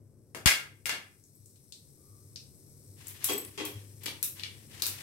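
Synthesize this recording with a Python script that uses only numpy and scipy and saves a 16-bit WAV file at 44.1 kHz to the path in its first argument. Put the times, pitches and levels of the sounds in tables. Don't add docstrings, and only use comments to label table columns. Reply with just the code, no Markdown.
import sys
import numpy as np
from scipy import signal
from scipy.fft import rfft, irfft
from scipy.io import wavfile
from scipy.ndimage import uniform_filter1d

SR = 44100
rng = np.random.default_rng(int(sys.argv[2]) if len(sys.argv) > 2 else 0)


def to_wav(sig):
    pcm = np.clip(np.atleast_2d(sig), -1, 1) * 32767
    pcm = np.round(pcm).astype(np.int16)
    wavfile.write(sys.argv[1], SR, pcm.T)


N = 221514
TIME = np.arange(N) / SR
TAIL = 2 ** 15

BAND_EDGES_HZ = (200, 700, 1500, 3000, 6000, 10000, 16000)
BAND_HZ = np.sqrt(np.multiply(BAND_EDGES_HZ[1:], BAND_EDGES_HZ[:-1]))


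def seeds():
    # start_s, pitch_hz, level_db, ring_db, top_hz
    pops = [(1.239, 6200, -59.5, 25, 7500), (1.459, 7700, -57, 13, 10000), (1.558, 3760, -69, 10.5, 8000),
            (1.723, 3930, -47, 17, 7300), (2.359, 5130, -42, 12.5, 4600), (3.07, 7440, -46.5, 18, 12000),
            (3.082, 11900, -42.5, 5, 15000), (3.243, 11500, -25.5, 3, 15000), (3.449, 9750, -45, 16, 15000),
            (3.652, 11800, -37.5, 3, 15000), (4.228, 11650, -26.5, 3.5, 15000),
            (4.821, 4600, -29.5, 12, 5000), (4.822, 12500, -31.5, 0.5, 15000),
            (4.857, 4330, -38.5, 6, 11000), (4.866, 11700, -31.5, 0.9, 15000),
            (4.875, 10100, -60, 10, 15000)]
    # pitch_hz, width_hz, boost_db
    pan_notes = [(1240, 890, 11), (1785, 20, 6), (2580, 500, 10), (3820, 440, 9.4), (5630, 700, 1.6)]
    out = np.zeros((2, N))
    for start_s, pitch_hz, level_db, ring_db, top_hz in pops:
        fall_db_per_octave = 5 + 1.18 * ring_db
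        tone_db = -fall_db_per_octave * octaves_over(pitch_hz, BAND_HZ)
        tone_db -= 20 * octaves_over(BAND_HZ, top_hz)
        notes = pan_notes + [(pitch_hz, 0.29 * pitch_hz, ring_db)]
        room = kitchen(direct_db=8, near_s=0.0018)
        add(out, start_s, hit(level_db + tone_db - tone_db.max(), notes, room, dull_hz=16000))
    return out * undb(-1)


def fizz(bubbles_per_s=2200, heat_s=1.3):
    # pitch_hz, level_db
    tone = [(700, -12.5), (1800, -16.5), (3000, -18.5), (3900, -11), (5500, -3), (7000, -4.5), (8200, 1),
            (9600, 0.1), (12000, 0), (14000, -7.5), (16000, -7.5)]
    sizes = undb(2 * np.minimum(rng.exponential(size=N), 4))
    ticks = (rng.random(N) < bubbles_per_s / SR) * sizes * rng.choice([-1, 1], N)
    echoes = rng.standard_normal((2, 256)) * np.exp(-np.arange(256) / 40)
    bubbles = unit(signal.fftconvolve(ticks[None], echoes)[:, :N])
    hiss = undb(-1) * rng.standard_normal((2, N))
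    rising_db = -58 - 18.5 * np.exp(-TIME / heat_s)
    return colour(bubbles + hiss, tone) * lean_left(5) * undb(rising_db)


def spoon():
    # start_s, level_db, thud_db_per_octave, edge_db_per_octave
    hits = [(0.348, -46.5, 11.5, 3.5), (0.4585, -18.5, 1.5, -1), (0.473, -24.5, -7.5, 2.5),
            (0.857, -36, 2.5, 4), (0.894, -32, 2, -2.5), (0.925, -41.5, 6.5, -17)]
    tone = (-26.5, -15, -1, -3.5, -5.5, -6.5)
    # pitch_hz, width_hz, boost_db
    notes = [(1294, 21, 5), (1409, 15, 8), (1601, 25.65, 9), (1649, 28, 7), (1738, 25, 9), (2035, 24, 6.5),
             (2176, 120, 8), (2435, 18, 8), (2780, 35, 11.5), (3303, 40, 6.5), (3394, 40, 6), (4400, 19, 9),
             (4800, 30, 8), (5220, 94, 4)]
    return knocks(hits, tone, notes, direct_db=5.5, near_s=0.0021, dull_hz=12300) * undb(2)


def tin():
    # start_s, level_db, thud_db_per_octave, edge_db_per_octave
    hits = [(3.288, -36.5, 0.5, 5), (3.303, -47.5, 5, 4), (3.32, -60, 8, 0), (3.577, -41.5, -0.5, -0.5),
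            (3.6, -41.5, 1, -4), (3.652, -47, 0.5, -5)]
    tone = (-0.5, -7, -1.5, 1.5, -5.5, -13)
    # pitch_hz, width_hz, boost_db
    notes = [(241, 55, 12), (304.8, 24, 24), (372, 14, 16.5), (409, 16.5, 23), (503, 65, 15.4),
             (820, 250, 6), (1112, 70, 11.5), (1994, 51, 9), (2570, 360, 7.2), (3266, 82, 16.5)]
    return knocks(hits, tone, notes, direct_db=-1.5, near_s=0.004, dull_hz=14000) * undb(2.5)


def utensils():
    # start_s, level_db, thud_db_per_octave, edge_db_per_octave
    hits = [(4.034, -58, 4.5, 6), (4.059, -43.5, 0, 4), (4.0622, -36, 0.5, -3.5), (4.082, -40, 0, -18),
            (4.396, -44, -11, -10), (4.435, -36.5, -12.5, -11), (4.447, -49.5, -1, -7),
            (4.822, -48, 3.5, -10), (4.866, -59, 6.5, -0.5)]
    tone = (-10, -15.5, -5.5, 0.5, -5.5, -2)
    # pitch_hz, width_hz, boost_db
    notes = [(940, 110, 9), (1220, 69, 5.5), (1914, 37, 6.7), (2307, 60, 8.5), (2910, 130, 5.7),
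             (3400, 280, 4.1), (4550, 92, 2.3)]
    return knocks(hits, tone, notes, direct_db=9.5, near_s=0.0018, dull_hz=12600) * undb(-1)


def lid():
    # start_s, level_db, thud_db_per_octave, edge_db_per_octave
    hits = [(1.352, -64.5, 3.5, 2), (3.319, -33.5, 11, -6), (3.333, -47, 0, 8), (3.379, -35.5, -9, 0),
            (4.034, -65, 0, 13)]
    tone = (-38, -37, -34, -34, 0, 0)
    # pitch_hz, width_hz, boost_db
    notes = [(7990, 100, 39), (8200, 140, 31), (12500, 160, 24), (13050, 230, 16), (13400, 340, 17)]
    return knocks(hits, tone, notes, direct_db=10, near_s=0.0038, dull_hz=18000) * undb(-5.5)


def jolt(start_s=0.4592, first_hz=260, last_hz=48, fall_s=0.0032, fade_s=0.0099):
    t = np.maximum(TIME - start_s, 0)
    cycles = last_hz * t + (first_hz - last_hz) * fall_s * (1 - np.exp(-t / fall_s))
    return -np.sin(2 * np.pi * cycles) * np.exp(-t / fade_s) * undb([[-11], [-46]])


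def bump(at_s=3.768, pitch_hz=104, swell_s=0.02):
    t = TIME - at_s
    return undb(-37) * np.sin(2 * np.pi * pitch_hz * t) * np.exp(-np.abs(t) / swell_s) * lean_left(4)


def rustle(rise_s=0.053, fade_s=0.11):
    # start_s, length_s, level_db
    strokes = [(2.959, 0.3, -55), (3.203, .11, -44.5), (3.554, .2, -56.5), (3.998, 0.058, -52.5),
               (4.339, 0.056, -51), (4.536, 0.2, -69.5), (4.695, .31, -49.5)]
    # pitch_hz, level_db
    tone = [(200, -10), (600, -6.5), (1000, 0), (1400, -3), (1800, 5), (3100, 4), (3900, 1.5), (8000, -2),
            (12000, -5), (16000, -12)]
    loudness = np.zeros(N)
    for start_s, length_s, level_db in strokes:
        rise = np.clip((TIME - start_s) / rise_s, 0, 1)
        fade = np.exp(-np.maximum(TIME - start_s - length_s, 0) / fade_s)
        loudness += undb(level_db) * rise * fade
    grip_db = 2 * unit(uniform_filter1d(rng.standard_normal(N), size=500))
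    return colour(rng.standard_normal((2, N)) * undb(grip_db), tone) * loudness * lean_left(5)


def burner():
    # pitch_hz, level_db
    tone = [(20, -26), (45, -35.5), (70, -13), (90, -13.5), (101, 4), (118, -17), (135, -2.5), (155, -15.5),
            (250, -17.5), (380, -19), (520, -26), (750, -39.5), (1500, -49), (4000, -63)]
    # time_s, level_db
    levels = [(0, -58), (.62, -59.5), (1.15, -63.5), (1.72, -61.5), (2.3, -57.5), (5.02, -55)]
    flame = rng.standard_normal(N) + undb(-7) * rng.standard_normal((2, N))
    level_db = np.interp(TIME, *np.transpose(levels)) + 2
    return colour(flame, tone) * undb(level_db) * lean_left(4)


def whistle(at_s=2.14, swell_s=0.14, pitch_hz=1180, width_hz=70):
    hz = np.fft.rfftfreq(N, 1 / SR)
    band = irfft(rfft(rng.standard_normal((2, N))) / (1 + ((hz - pitch_hz) / width_hz) ** 2), N)
    return unit(band) * np.exp(-((TIME - at_s) / swell_s) ** 2) * undb(-74.5)


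def knocks(hits, tone_db, notes, direct_db, near_s, dull_hz):
    out = np.zeros((2, N))
    bass_octaves, treble_octaves = octaves_over(2200, BAND_HZ), octaves_over(BAND_HZ, 4200)
    for start_s, level_db, thud, edge in hits:
        band_db = level_db + np.array(tone_db) + thud * bass_octaves + edge * treble_octaves
        add(out, start_s, hit(band_db, notes, kitchen(direct_db, near_s), dull_hz))
    return out


def hit(band_db, notes, room, dull_hz):
    hz = np.fft.rfftfreq(TAIL, 1 / SR)
    body = 1 + sum(undb(db) ** 2 / (1 + (1.4 * (hz - pitch) / width) ** 2) ** 2
                   for pitch, width, db in notes)
    bands = zip(BAND_EDGES_HZ, BAND_EDGES_HZ[1:])
    power = np.array([body[(hz >= low) & (hz < high)].sum() / len(hz) for low, high in bands])
    contact_db = join_points(hz, BAND_HZ, band_db - 10 * np.log10(power))
    softness = 1 / np.hypot(1, (hz / dull_hz) ** 5)
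    bass_loss = (hz + 1) ** 2 / (hz ** 2 + 150 ** 2)
    return irfft(ring_after(np.sqrt(body) * undb(contact_db) * softness * bass_loss) * room)


def kitchen(direct_db, near_s, build_s=0.0057, thicken_s=0.016):
    # pitch_hz, fade_s
    echo_fades = [(300, 0.41), (1000, 0.38), (2100, 0.37), (4200, 0.31), (8000, 0.29), (13000, 0.3)]
    t, hz = np.arange(TAIL) / SR, np.fft.rfftfreq(TAIL, 1 / SR)
    near = rng.standard_normal((2, TAIL)) * np.exp(-t / near_s / 2)
    near[:, 1] += undb(11)
    density = 1 - 0.97 * np.exp(-(t / thicken_s) ** 2)
    walls = rng.standard_normal((2, TAIL)) * (rng.random((2, TAIL)) < density) / np.sqrt(density)
    walls *= 1 - np.exp(-(t / build_s) ** 2)
    pitches, fades = np.transpose(echo_fades)
    tail = sum(rfft(walls * undb(-60 * t / fade_s)) * join_points(hz, pitches, share)
               for fade_s, share in zip(fades, np.eye(len(pitches))))
    alike = np.exp(-(hz / 750) ** 2)
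    tail[1] = alike * tail[0] + np.sqrt(1 - alike ** 2) * tail[1]
    return undb(direct_db) * lean_left(10) * rfft(near) + lean_left(2) * tail


def ring_after(gain):
    cepstrum = irfft(np.log(gain))
    cepstrum[1:TAIL // 2] *= 2
    cepstrum[TAIL // 2 + 1:] = 0
    return np.exp(rfft(cepstrum))


def undb(db):
    return 10 ** (np.asarray(db) / 20)


def unit(x):
    return x / np.sqrt(np.mean(x ** 2))


def lean_left(db):
    return unit(undb([[db], [0]]))


def join_points(hz, pitches, values):
    return np.interp(np.log(hz + 1), np.log(pitches), values)


def octaves_over(hz, edge_hz):
    return np.maximum(np.log2(hz / edge_hz), 0)


def colour(x, tone):
    hz = np.fft.rfftfreq(N, 1 / SR)
    return unit(irfft(rfft(x) * undb(join_points(hz, *np.transpose(tone))), N))


def add(out, start_s, sound):
    start = int(start_s * SR)
    out[:, start:start + sound.shape[1]] += sound[:, :N - start]


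def scene():
    clatter = spoon() + tin() + utensils() + lid()
    return clatter + seeds() + fizz() + burner() + rustle() + jolt() + bump() + whistle()


def record(dry, top_hz=15750):
    return signal.sosfilt(signal.ellip(10, 0.2, 80, top_hz, fs=SR, output="sos"), dry)


dry = scene()
out = record(dry)
to_wav(out)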